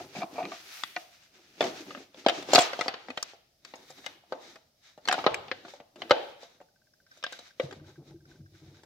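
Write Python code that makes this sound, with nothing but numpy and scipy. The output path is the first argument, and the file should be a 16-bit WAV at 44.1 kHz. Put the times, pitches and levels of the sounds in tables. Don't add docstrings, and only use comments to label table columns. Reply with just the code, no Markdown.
import sys
import numpy as np
from scipy import signal
from scipy.fft import rfft, irfft, next_fast_len
from scipy.io import wavfile
from scipy.ndimage import uniform_filter1d

SR = 44100
rng = np.random.default_rng(int(sys.argv[2]) if len(sys.argv) > 2 else 0)


def log_audio(samples):
    frames = np.atleast_2d(samples).T
    limited = np.clip(frames, -1, 1)
    pcm = np.round(limited * 32767).astype(np.int16)
    wavfile.write(sys.argv[1], SR, pcm)


def invert_db(level):
    return 10 ** (np.asarray(level, dtype=float) / 20)


N = 390285
MIC_LOW_HZ = 186

# frequency in Hz, level in dB, t60 in s.
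BOARD_MODES = [(100, 0, .14), (140, 1, .15), (215, -9, .08), (328, -5, .11), (577, -22, .1)]


def level(x, db):
    return x * invert_db(db) / np.sqrt(np.mean(x ** 2))


def band(x, lo_hz, hi_hz, order=2):
    return signal.sosfilt(signal.butter(order, [lo_hz, hi_hz], "band", fs=SR, output="sos"), x)


def coloured(x, points):
    hz, db = np.transpose(points)
    size = 2 * next_fast_len(N // 2 + 1)
    f = np.maximum(np.arange(size // 2 + 1) * SR / size, 1)
    gain = invert_db(np.interp(np.log(f), np.log(hz), db, -99, -99))
    return level(irfft(rfft(x, size) * gain, size)[:, :N], 0)


def add(out, s, x):
    i = max(int(s * SR), 0)
    out[:, i:i + x.shape[1]] += x[:, :N - i]


def walk(rate_hz):
    k = int(SR / rate_hz)
    return uniform_filter1d(np.repeat(rng.standard_normal(N // k + 1), k), k)[:N]


def ring(modes, scatter_db, detune, spread, size=8192):
    port_lag_s = .000025
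    hz, db, t60 = np.transpose(modes)[:, :, None]
    c = rng.standard_normal((3, len(modes), 1))
    t = np.arange(size) / SR
    hz = hz * (1 + detune * c[0])
    uptake = np.minimum(2.11 * hz * t, 1)
    swing = np.exp((2j * np.pi * hz - np.log(1000) / t60) * t) * uptake
    skew = np.pi * hz * port_lag_s + spread * c[2] * np.minimum(hz / 2000, 1)
    ports = invert_db(db + scatter_db * c[1]) * np.exp(1j * skew * np.array([1, -1]))
    return (ports.T @ swing).imag


def strike(response, contact_ms, db, rattle, spike_db=3.5, spike_s=0.00032):
    t = np.arange(2048) / SR
    push = rattle * rng.standard_normal(len(t)) ** 3 * np.exp(-t * 1000 / np.clip(contact_ms, .3, 30))
    push[0] = 1
    x = signal.fftconvolve(response, push[None])
    x = x * invert_db(spike_db * np.exp(-np.arange(x.shape[1]) / SR / spike_s))
    return x * invert_db(db) / np.abs(x.mean(axis=0)).max()


def air():
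    # frequency in Hz, density in dB per Hz.
    air_spectrum = [(18, -40), (30, -7.5), (135, 1), (465, -11), (605, -2), (1050, -23.5), (3270, -16.5),
                    (5250, -8.5), (8220, -23), (15100, -19.5), (16300, -23.5)]
    n = rng.standard_normal((3, N))
    bass = signal.sosfilt(signal.butter(1, 600, fs=SR, output="sos"), n[0] - n[1:])
    tone = coloured(n[1:] + bass, air_spectrum)
    return level(tone, -71) * invert_db(0.67 * walk(26))


def room(x):
    # centre in Hz, t60 in s, level in dB.
    tail_bands = [(270, 0.12, -21.5), (650, 0.48, -19), (2130, 0.62, -16), (4960, 0.3, -22),
                  (11100, 0.029, -16.5)]
    t = np.arange(SR // 2 + SR // 4) / SR
    onset = np.minimum(t / 0.0056, 1)
    tail = 0
    for hz, t60, db in tail_bands:
        n = band(rng.standard_normal((3, len(t))), hz / 2.0, hz * 1.92)
        alike = np.clip(500 / hz, 0, 3)
        ports = (alike * n[0] + n[1:]) / np.sqrt(1 + alike ** 2)
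        tail = tail + invert_db(db - 23.0 - 60 * t / t60) * ports * onset
    return signal.fftconvolve(x.mean(axis=0)[None], tail)[:, :N]


def machine_bumps(out):
    # time in s, peak in dB.
    bumps = [(7.633, -30), (7.758, -39.5), (7.808, -40), (7.973, -38.5), (8.075, -50.5), (8.141, -39.5),
             (8.26, -49), (8.392, -39), (8.615, -43.5), (8.659, -45), (8.716, -49)]
    for s, db in bumps:
        add(out, s, strike(ring(BOARD_MODES, 2.5, .04, .2), 12.8, db, rattle=.06))


def catch_ticks(out):
    # frequency in Hz, level in dB, t60 in s.
    catch_modes = [(1555, -6, .03), (5300, -10, .012)]
    # time in s, peak in dB.
    ticks = [(6.686, -66), (6.758, -63), (6.814, -65), (6.869, -67.5), (6.935, -61.5), (7.001, -61),
             (7.064, -59), (7.113, -55), (7.166, -61.5), (7.462, -59.5), (7.505, -51), (7.796, -57.5),
             (7.844, -63), (7.9, -56.5), (7.956, -60), (8.108, -60.5), (8.159, -70), (8.204, -68),
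             (8.253, -64.5), (8.31, -57), (8.355, -64), (8.406, -66), (8.459, -65), (8.55, -60),
             (8.597, -64.5), (8.643, -73), (8.692, -74), (8.745, -62), (8.792, -63), (8.836, -66)]
    for s, db in ticks:
        response = ring(catch_modes, 1, .004, 0.92, size=1536)
        add(out, s, strike(response, 4.7, db + 4.0, rattle=0.09, spike_db=-39))


def rim_squeak(out):
    # frequency in Hz, level in dB, t60 in s.
    rim_modes = [(7500, -1.5, .012), (7100, -9, .008)]
    # time in s, peak in dB.
    slips = [
        (2.593, -23),
        (2.6065, -24.5),
        (2.611, -23.5),
        (2.6146, -23),
        (2.62, -16.5),
    ]
    for s, db in slips:
        response = ring(rim_modes, 1.0, .006, 0.8, size=768)
        add(out, s, strike(response, 0.86, db, rattle=.3, spike_db=-11.5))


def small_parts():
    out = np.zeros((2, N))
    machine_bumps(out)
    catch_ticks(out)
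    rim_squeak(out)
    return band(out, 126, 6200)


def grit(rate_hz, scatter_db):
    c = rng.random((3, N))
    return (c[0] < rate_hz / SR) * np.sign(c[1] - .5) * invert_db(-scatter_db * np.log(c[2] + .01))


def strokes(table, rise_db_s, fall_db_s):
    rest_db = -88
    start, hold, *layers = np.transpose(table)[:, :, None]
    t = np.arange(N // 64 + 2) * 64 / SR
    shape_db = -rise_db_s * np.maximum(start - t, 0) - fall_db_s * np.maximum(t - start - hold, 0)
    power = [np.sum(invert_db(db + shape_db) ** 2, axis=0) + invert_db(rest_db) ** 2 for db in layers]
    return [np.interp(np.arange(N) / SR, t, 10 * np.log10(p)) for p in power]


def board_rumble(rumble_db):
    slips = grit(340, 4.2)[None] * invert_db(rumble_db - 2.0 + 2.6 * walk(27))
    return signal.fftconvolve(slips, ring(BOARD_MODES[:4], .1, .001, .2))[:, :N]


def shell_judder(judder_db):
    # frequency in Hz, level in dB, t60 in s.
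    judder_modes = [(250, -6, .05), (335, 2.5, .055), (430, -2, .05), (525, -6, .045), (740, -5, .05),
                    (845, -11, .03), (1080, -14, .025)]
    pitch_ratios = (.86, 1, 1.14)
    out = np.zeros((2, N))
    for ratio in pitch_ratios:
        shell = ring(np.array(judder_modes) * [ratio, 1, 1], .1, .001, 0.33, size=3072)
        slips = grit(400, 2.7)[None] * invert_db(judder_db - 4.5 + 5.7 * walk(27))
        out += signal.fftconvolve(slips, shell)[:, :N]
    return out


def edge_scrape():
    # frequency in Hz, density in dB per Hz.
    scrape_spectrum = [(470, -14), (800, -6), (1070, -9), (1250, -3), (1830, -3), (2500, -1), (3200, -4),
                       (3700, -2.5), (6150, -5), (9500, -26), (12400, -43.5), (20900, -120)]
    seated_s = 3.5
    fine = np.array([grit(5000, 2.6) for _ in range(3)])
    scrape = coloured(fine[0] * 0.42 + fine[1:], scrape_spectrum)
    cavity = 0.65 * band(scrape, 3530, 4130) - 0.45 * band(scrape, 2300, 3200)
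    return scrape + (np.arange(N) > seated_s * SR) * cavity


def skin_hiss(hiss_db, scrape_db):
    # frequency in Hz, density in dB per Hz.
    skin_spectrum = [(4710, -34.5), (8000, -3), (9400, -3), (12500, -1), (15700, -4), (16300, -6)]
    hiss = coloured(rng.standard_normal((2, N)), skin_spectrum)
    return hiss * (invert_db(hiss_db + 0.75 * walk(25)) + invert_db(scrape_db - 18.0))


def sliding():
    # start in s, hold in s, judder in dB, edge scrape in dB.
    slides = [(0, 0.047, -41, -52.5), (.17, 0.025, -36, -46.5), (.34, 0.15, -36.5, -52.5),
              (.54, 0.17, -55.5, -51), (.73, 0.093, -81, -47.5), (.85, 0.051, -55.5, -53.5),
              (.97, 0.049, -62, -52), (1.07, 0.19, -80, -62), (1.35, 0.37, -55, -60),
              (1.645, 0.015, -30, -41), (1.7, 0.12, -40, -48.5), (1.86, 0.13, -39.5, -52),
              (2.19, 0.01, -41.5, -51.5), (2.32, 0.11, -38.5, -48), (2.51, 0.091, -32, -44),
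              (2.56, 0.039, -48, -27), (2.74, 0.12, -48.5, -48), (2.95, 0.23, -56, -62.5),
              (3.2, 0.1, -62, -54)]
    # start in s, hold in s, judder in dB, edge scrape in dB.
    rubs = [(3.674, 0.15, -51.5, -57), (3.899, 0.01, -71, -53), (3.981, 0.12, -51.5, -55.5),
            (4.32, 0.055, -51, -64), (4.423, .1, -51, -54), (4.843, 0.058, -71, -61.5),
            (5.103, 0.12, -38, -46.5), (5.301, 0.3, -50.5, -63.5), (5.649, 0.028, -47.5, -61),
            (5.7, 0.007, -56, -50.5), (6.002, 0.12, -41.5, -60), (6.135, 0.17, -55, -61),
            (6.422, 0.015, -52.5, -55), (6.498, 0.058, -61.5, -68.5), (7.109, 0.088, -66.5, -63),
            (7.286, 0.058, -68, -61.5), (7.33, 0.017, -57.5, -52), (7.41, 0.065, -65, -59.5),
            (7.626, 0.011, -48.5, -51.5), (7.697, 0.045, -43, -60), (7.872, 0.028, -51, -61),
            (7.985, 0.042, -55, -84.5), (8.078, 0.021, -51, -63), (8.297, 0.015, -47.5, -63),
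            (8.55, 0.044, -64.5, -63.5), (8.637, .22, -53, -66)]
    # start in s, hold in s, board rumble in dB, skin hiss in dB.
    hand_moves = [(0, 0.056, -56.5, -66.5), (.2, 0.19, -71, -66.5), (.76, 0.023, -72, -53),
                  (1.66, 0.2, -61.5, -69), (2.4, 0.33, -60.5, -74), (2.85, 0.09, -66, -94),
                  (3.88, 0.18, -66, -71), (5.25, 0.16, -55, -76.5), (6.1, 0.13, -66, -70.5),
                  (7.2, 0.21, -87, -79), (7.78, 0.94, -53, -92)]
    judder_db, scrape_db = strokes(slides + rubs, rise_db_s=298.5, fall_db_s=181)
    rumble_db, hiss_db = strokes(hand_moves, rise_db_s=76.5, fall_db_s=56.5)
    rumble = invert_db(-14.5) * band(board_rumble(rumble_db), 55, 2200)
    judder = invert_db(-17.0) * band(shell_judder(judder_db), MIC_LOW_HZ, 2800)
    scrape = invert_db(scrape_db + 2.5 * walk(24)) * edge_scrape()
    return rumble + judder + scrape + invert_db(-3.0) * skin_hiss(hiss_db, scrape_db)


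def lingering():
    # time in s, frequency in Hz, peak in dB, t60 in s.
    single_modes = [(1.804, 316.7, -36.5, 0.091), (1.822, 287.6, -37, 0.15), (1.973, 270, -38, .08),
                    (2.263, 550, -8.5, 0.008), (2.564, 721.3, -14.5, 0.15), (2.5809, 794, -2, 0.0067),
                    (2.592, 724, -13, .12), (3.088, 253, -38.5, 0.1), (3.103, 270, -39, 0.054),
                    (3.174, 266.7, -32.5, 0.033), (5.094, 737, -21.5, .2), (5.343, 7510, -52, 0.21),
                    (6.109, 1309, -11, 0.027), (6.108, 2132, -13, 0.023), (7.241, 1600, -23.5, 0.046),
                    (7.329, 1560, -34, 0.064), (7.329, 3720, -33.5, 0.03), (7.389, 3870, -38.5, 0.078)]
    out = np.zeros((2, N))
    for s, hz, db, t60 in single_modes:
        twins = [(hz, 0, t60), (hz * 1.05, -6., t60 / 2)]
        add(out, s, strike(ring(twins, 1, 0, 0.49), 1.9, db, rattle=0.21, spike_db=1))
    return band(out, MIC_LOW_HZ, 9000)


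def spot(s):
    # time in s, body in Hz, lower middle in Hz, upper middle in Hz, upper over lower in dB.
    spots_loose = [(0.0004, 710, 1260, 2300, 0), (0.1499, 627, 1230, 2360, 16), (0.16, 202, 2300, 2350, 1),
                   (0.2053, 750, 1270, 2270, -3), (0.2181, 718, 1230, 2400, 3),
                   (0.3803, 693, 1240, 2400, -4), (0.4274, 320, 1220, 2440, 5),
                   (0.4522, 330, 1440, 2420, 13), (0.5173, 685, 1210, 2300, -12),
                   (0.835, 440, 1950, 3370, 3), (0.9629, 689, 1940, 2400, -12.5),
                   (1.6075, 640, 1250, 3340, 9), (1.614, 750, 2300, 3300, 11), (1.64, 690, 1100, 2860, 2),
                   (1.667, 700, 2130, 3530, 13), (1.9069, 300, 1250, 2820, -4),
                   (2.2629, 520, 1290, 3360, 4), (2.2856, 720, 1450, 3100, 7),
                   (2.4877, 346, 1100, 3480, -1.5), (2.5333, 680, 1800, 4200, 15.5),
                   (2.549, 700, 1200, 4240, 9), (2.581, 710, 1100, 3700, -8), (2.5882, 700, 1230, 3350, 10),
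                   (2.732, 596, 2080, 2770, -10), (2.79, 714, 1240, 3100, 2),
                   (2.8112, 593, 2080, 3570, -1.5), (2.8818, 780, 1290, 4590, 7),
                   (2.9409, 626, 1510, 2950, 1)]
    # time in s, body in Hz, lower middle in Hz, upper middle in Hz, upper over lower in dB.
    spots_seated = [(3.1028, 665, 1930, 2370, -10), (3.1746, 630, 2110, 3270, -0.5),
                    (3.2266, 650, 2100, 5090, 21.5), (3.6494, 780, 1266, 4470, 12),
                    (3.7388, 940, 1800, 2400, 3), (4.0641, 746, 2104, 2900, -3),
                    (4.3229, 640, 1270, 3810, -5), (4.5583, 548, 1238, 4220, -9),
                    (4.9773, 591, 1186, 3870, -7), (5.0739, 780, 2100, 4260, 0.5),
                    (5.0855, 752, 1630, 2970, -2.5), (5.1134, 748, 2170, 2780, -13),
                    (5.126, 806, 1420, 3810, -6.5), (5.1878, 780, 1260, 2730, -5),
                    (5.2426, 650, 1220, 2270, 18), (5.2646, 840, 1140, 2900, -6),
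                    (5.3427, 870, 2110, 2330, 1), (5.4808, 800, 2090, 2800, 3),
                    (5.5145, 540, 2150, 2290, 3.5), (5.6491, 370, 1230, 4180, -1.5),
                    (5.7361, 609, 1180, 3630, -4.5), (5.8011, 450, 2100, 2770, 1),
                    (5.9589, 380, 1280, 2790, 5), (6.0202, 700, 2040, 3030, 0),
                    (6.1091, 581.6, 1284, 2990, -2.5), (6.4306, 590, 1130, 4900, 4),
                    (6.6016, 570, 1103, 3114, -20.5), (7.2385, 614, 1610, 3700, 7),
                    (7.2649, 650, 1550, 3700, 1), (7.3226, 556, 1560, 3780, -9),
                    (7.3901, 600, 1480, 3800, 10.5), (7.5982, 580, 1500, 2180, 1),
                    (7.7275, 514, 1680, 3320, -2)]
    return min(spots_loose + spots_seated, key=lambda row: abs(row[0] - s))[1:]


def woken(modes, hz):
    fall_db_oct = 6.
    f, db, t60 = np.transpose(modes)
    db = db - db.max() - fall_db_oct * np.abs(np.log2(f / hz))
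    struck = (hz, -.5, .075)  # Hz, dB, t60 s
    return np.vstack([np.transpose([f, db, t60]), struck])


def panels(modes, lo_hz, hi_hz, upper_db):
    panel_db, panel_t60_s, fall_db_oct = 4., .027, 5.
    f, _, t60 = np.transpose(modes)
    lower = -fall_db_oct * np.abs(np.log2(f / lo_hz))
    upper = upper_db - fall_db_oct * np.abs(np.log2(f / hi_hz))
    pair = [(hz, panel_db + up, panel_t60_s * np.sqrt(1000 / hz))
            for hz, up in ((lo_hz, 0), (hi_hz, upper_db + 6.0))]
    return np.vstack([np.transpose([f, np.maximum(lower, upper), t60]), pair])


def crowd(lo_hz, hi_hz, contact_ms, count):
    # frequency in Hz, level in dB.
    strength = np.array([(1400, 19), (2500, -13), (4300, 5.5), (5000, -5), (7400, -8), (8800, -42.5),
                         (10000, -23.5), (11000, -28.5), (13500, -21.5), (15500, -24.5)])
    t60_s_per_ms = .011
    hz = lo_hz * (hi_hz / lo_hz) ** ((np.arange(count) + rng.random(count)) / count)
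    db = np.interp(np.log(hz), np.log(strength[:, 0]), strength[:, 1])
    return np.transpose([hz, db, t60_s_per_ms * np.clip(contact_ms, 1, 8) * np.sqrt(1000 / hz)])


def to_walls(body):
    return invert_db(5.) * np.exp(-np.arange(body.shape[1]) / SR / .006) * body


def lift(near, far):
    # frequency in Hz, level in dB, t60 in s.
    hollow_modes = [(205, -7, .07), (328, -8, .08), (500, -10, .04), (716, 0, .07)]
    # frequency in Hz, level in dB, t60 in s.
    bright_modes = [(1220, -4, .05), (1470, -9, .03), (1900, -8, .02), (2390, 0, .035), (2640, -9, .02),
                    (3250, -10, .015), (3900, -11, .012), (5000, -12, .01), (6500, -16, .008)]
    # time in s, hollow peak in dB, bright peak in dB, contact in ms.
    pickup = [(0.0004, -35.5, -43, 7), (0.1499, -33.5, -39, 31), (0.16, -33, -39, 4.8),
              (0.1801, -31.5, -47, 2), (0.2053, -35.5, -36, 21), (0.2181, -25.5, -31, 7.5),
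              (0.231, -22, -34.5, 4.3), (0.356, -37.5, -39.5, 39), (0.3803, -22.5, -38, 26),
              (0.3975, -31.5, -36, 30), (0.4274, -28.5, -34.5, 25), (0.4522, -36, -28.5, 2.3),
              (0.5173, -34, -30.5, 14), (0.9629, -27.5, -21, 5.6)]
    for s, hollow_db, bright_db, contact_ms in pickup:
        body_hz, *middle_spot = spot(s)
        response = ring(woken(hollow_modes, body_hz), 2., .01, .2, size=3072)
        body = strike(response, contact_ms, hollow_db, rattle=.12)
        response = ring(panels(bright_modes, *middle_spot), 0.77, 0.014, 0.89, size=2048)
        bright = strike(response, contact_ms, bright_db, rattle=0.6)
        response = ring(crowd(1710, 6200, 1, count=24), 2.6, 0, 0.49, size=768)
        upper = strike(response, 1.3, bright_db - 0.36 * contact_ms, rattle=0.23)
        for part in (body, bright, upper):
            add(near, s, part)
        add(far, s, to_walls(body))


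def knocks(near, bright, far):
    # frequency in Hz, level in dB, t60 in s.
    body_modes = [(210, -21, 0.02), (264, -18.5, .06), (324, -10, 0.089), (413, -2, 0.031), (520, -1, 0.11),
                  (562, 0.5, 0.08), (596, 1, 0.1), (694, 3, 0.13), (748, -3, 0.049), (783, -4.5, 0.091),
                  (1000, -5, 0.0068), (1070, -5, 0.04)]
    # time in s, body peak in dB, middle in dB, edge in dB.
    fitting = [(0.836, -56.5, -16, -25.5), (1.2335, -75, -69.5, -49), (1.6073, -11.5, -16.5, -30),
               (1.614, -19.5, -31.5, -31.5), (1.626, -20.5, -22, -37.5), (1.64, -23.5, -25, -35),
               (1.667, -49, -30, -48), (1.9066, -38, -32, -64.5), (1.949, -35.5, -30.5, -73),
               (1.9739, -35.5, -35, -87), (2.1448, -45.5, -40, -62), (2.2487, -48, -39.5, -55.5),
               (2.2631, -11.5, -15.5, -34), (2.2847, -19.5, -12.5, -17.5), (2.2954, -18, -14, -32.5),
               (2.4252, -34.5, -31, -38.5), (2.4877, -26, -36.5, -46), (2.505, -30.5, -32.5, -44.5),
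               (2.518, -33, -29.5, -42), (2.5333, -4.5, -8, -11), (2.549, -8, -7.5, -5.5),
               (2.557, -12.5, -2.5, -13.5), (2.581, -11.5, -13, -19), (2.5882, -10.5, -6.5, -9.5),
               (2.6135, -24.5, -29, -41), (2.732, -27, -25, -36.5), (2.791, -19, -25.5, -32),
               (2.8101, -22.5, -15.5, -29), (2.8604, -23.5, -57, -50), (2.8813, -18.5, -13.5, -28),
               (2.94, -32, -24.5, -65)]
    # time in s, body peak in dB, middle in dB, edge in dB.
    seating = [(3.0847, -32.5, -32, -61), (3.1027, -31.5, -29, -44), (3.174, -30, -22, -33),
               (3.2268, -64.5, -21, -14.5), (3.3346, -40.5, -58, -52.5), (3.6489, -47, -32.5, -36.5),
               (3.7377, -32.5, -38, -59), (3.7553, -42, -58, -39), (3.9016, -40.5, -71, -37.5),
               (3.984, -50.5, -48.5, -51.5), (4.0438, -46.5, -38.5, -53), (4.063, -31.5, -22.5, -26),
               (4.2369, -51.5, -67, -70), (4.3227, -20, -30.5, -47.5), (4.35, -44.5, -60, -59),
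               (4.5572, -41.5, -40, -46.5), (4.9768, -38, -52, -56.5), (5.054, -43, -32.5, -36.5),
               (5.0757, -28, -23, -31.5), (5.0857, -30, -9.5, -20.5), (5.095, -30, -25.5, -46),
               (5.113, -26.5, -12.5, -33), (5.126, -19, -13.5, -19), (5.141, -21.5, -21, -37.5),
               (5.1805, -21, -49.5, -49.5), (5.1875, -22, -23.5, -67), (5.2413, -24, -23, -42.5),
               (5.2643, -6, -9, -68.5), (5.3434, -50, -17.5, -23.5),
               (5.4828, -36.5, -31.5, -64), (5.5144, -26.5, -17, -55), (5.65, -36, -41, -56),
                (5.6822, -42.5, -37.5, -58), (5.7368, -37.5, -44, -50), (5.8014, -37, -41.5, -63),
                (5.9586, -40, -41.5, -53), (6.0196, -31, -20, -46.5), (6.096, -33.5, -31.5, -38),
                (6.1088, -2.5, -6, -25.5), (6.4305, -36, -45, -50), (6.6021, -46, -52.5, -82.5),
                (6.6123, -43.5, -50, -56.5), (7.1735, -53.5, -51.5, -43), (7.2274, -45, -33.5, -62.5),
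                (7.2389, -32.5, -15.5, -34), (7.2647, -35.5, -26, -54), (7.3233, -38.5, -37.5, -34.5),
                (7.3915, -40, -39, -36), (7.5979, -17, -24, -42), (7.7102, -47, -36, -48.5),
                (7.7263, -40, -35, -51), (8.834, -44.5, -49.5, -46.5)]
    cracks = np.zeros((2, N))
    left = invert_db(np.array([[1.2], [-1.2]]))
    for s, body_db, middle_db, edge_db in fitting + seating:
        contact_ms = 4.38 * invert_db(-0.14 * (middle_db - body_db))
        body_hz, *middle_spot = spot(s)
        response = ring(woken(body_modes, body_hz), 2.8, 0.036, .15, size=3072)
        body = strike(response, contact_ms, body_db, rattle=0.03, spike_db=8.0, spike_s=0.003)
        middle_modes = panels(crowd(1200, 5200, contact_ms, count=26), *middle_spot)
        middle = strike(ring(middle_modes, 2, 0, 0.8, size=1024), contact_ms * .9, middle_db, rattle=0.06)
        edge_modes = crowd(4600, 15500, contact_ms, count=20)
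        edge = strike(ring(edge_modes, 1.4, 0, 1.0, size=768), contact_ms, edge_db, rattle=0.4)
        add(near, s, body)
        add(near, s, left * middle)
        add(bright, s, left * edge)
        add(far, s, to_walls(body))
        add(far, s, invert_db(-10.) * middle)
        cracks[:, int(s * SR)] = invert_db(np.array([middle_db, edge_db])) * np.sqrt(contact_ms)
    return cracks


def cover_blows():
    near, bright, far = np.zeros((3, 2, N))
    cracks = knocks(near, bright, far)
    lift(near, far)
    far += invert_db(12.0) * band(cracks[0], 1500, 4800) + invert_db(13.5) * band(cracks[1], 6200, 6300)
    thump = invert_db(-8.5) * band(near, 85, 150)
    near, far = band([near, far], MIC_LOW_HZ, 5900, order=4)
    return near + thump + band(bright, 6600, 16500), far


def scene():
    near, far = cover_blows()
    small = small_parts()
    echo = invert_db(-18) * np.roll(near, int(0.0077 * SR), axis=1)
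    work = near + echo + small + room(far + invert_db(-14) * small) + sliding()
    return work * invert_db(np.array([[.4], [-.4]])) + air() + lingering()


def band_limit(x):
    return signal.sosfilt(signal.butter(12, 15750, fs=SR, output="sos"), x)


def record(dry):
    mix = 1.142 * np.tanh(0.83 * dry)
    return band_limit(mix)


dry = scene()
out = record(dry)
log_audio(out)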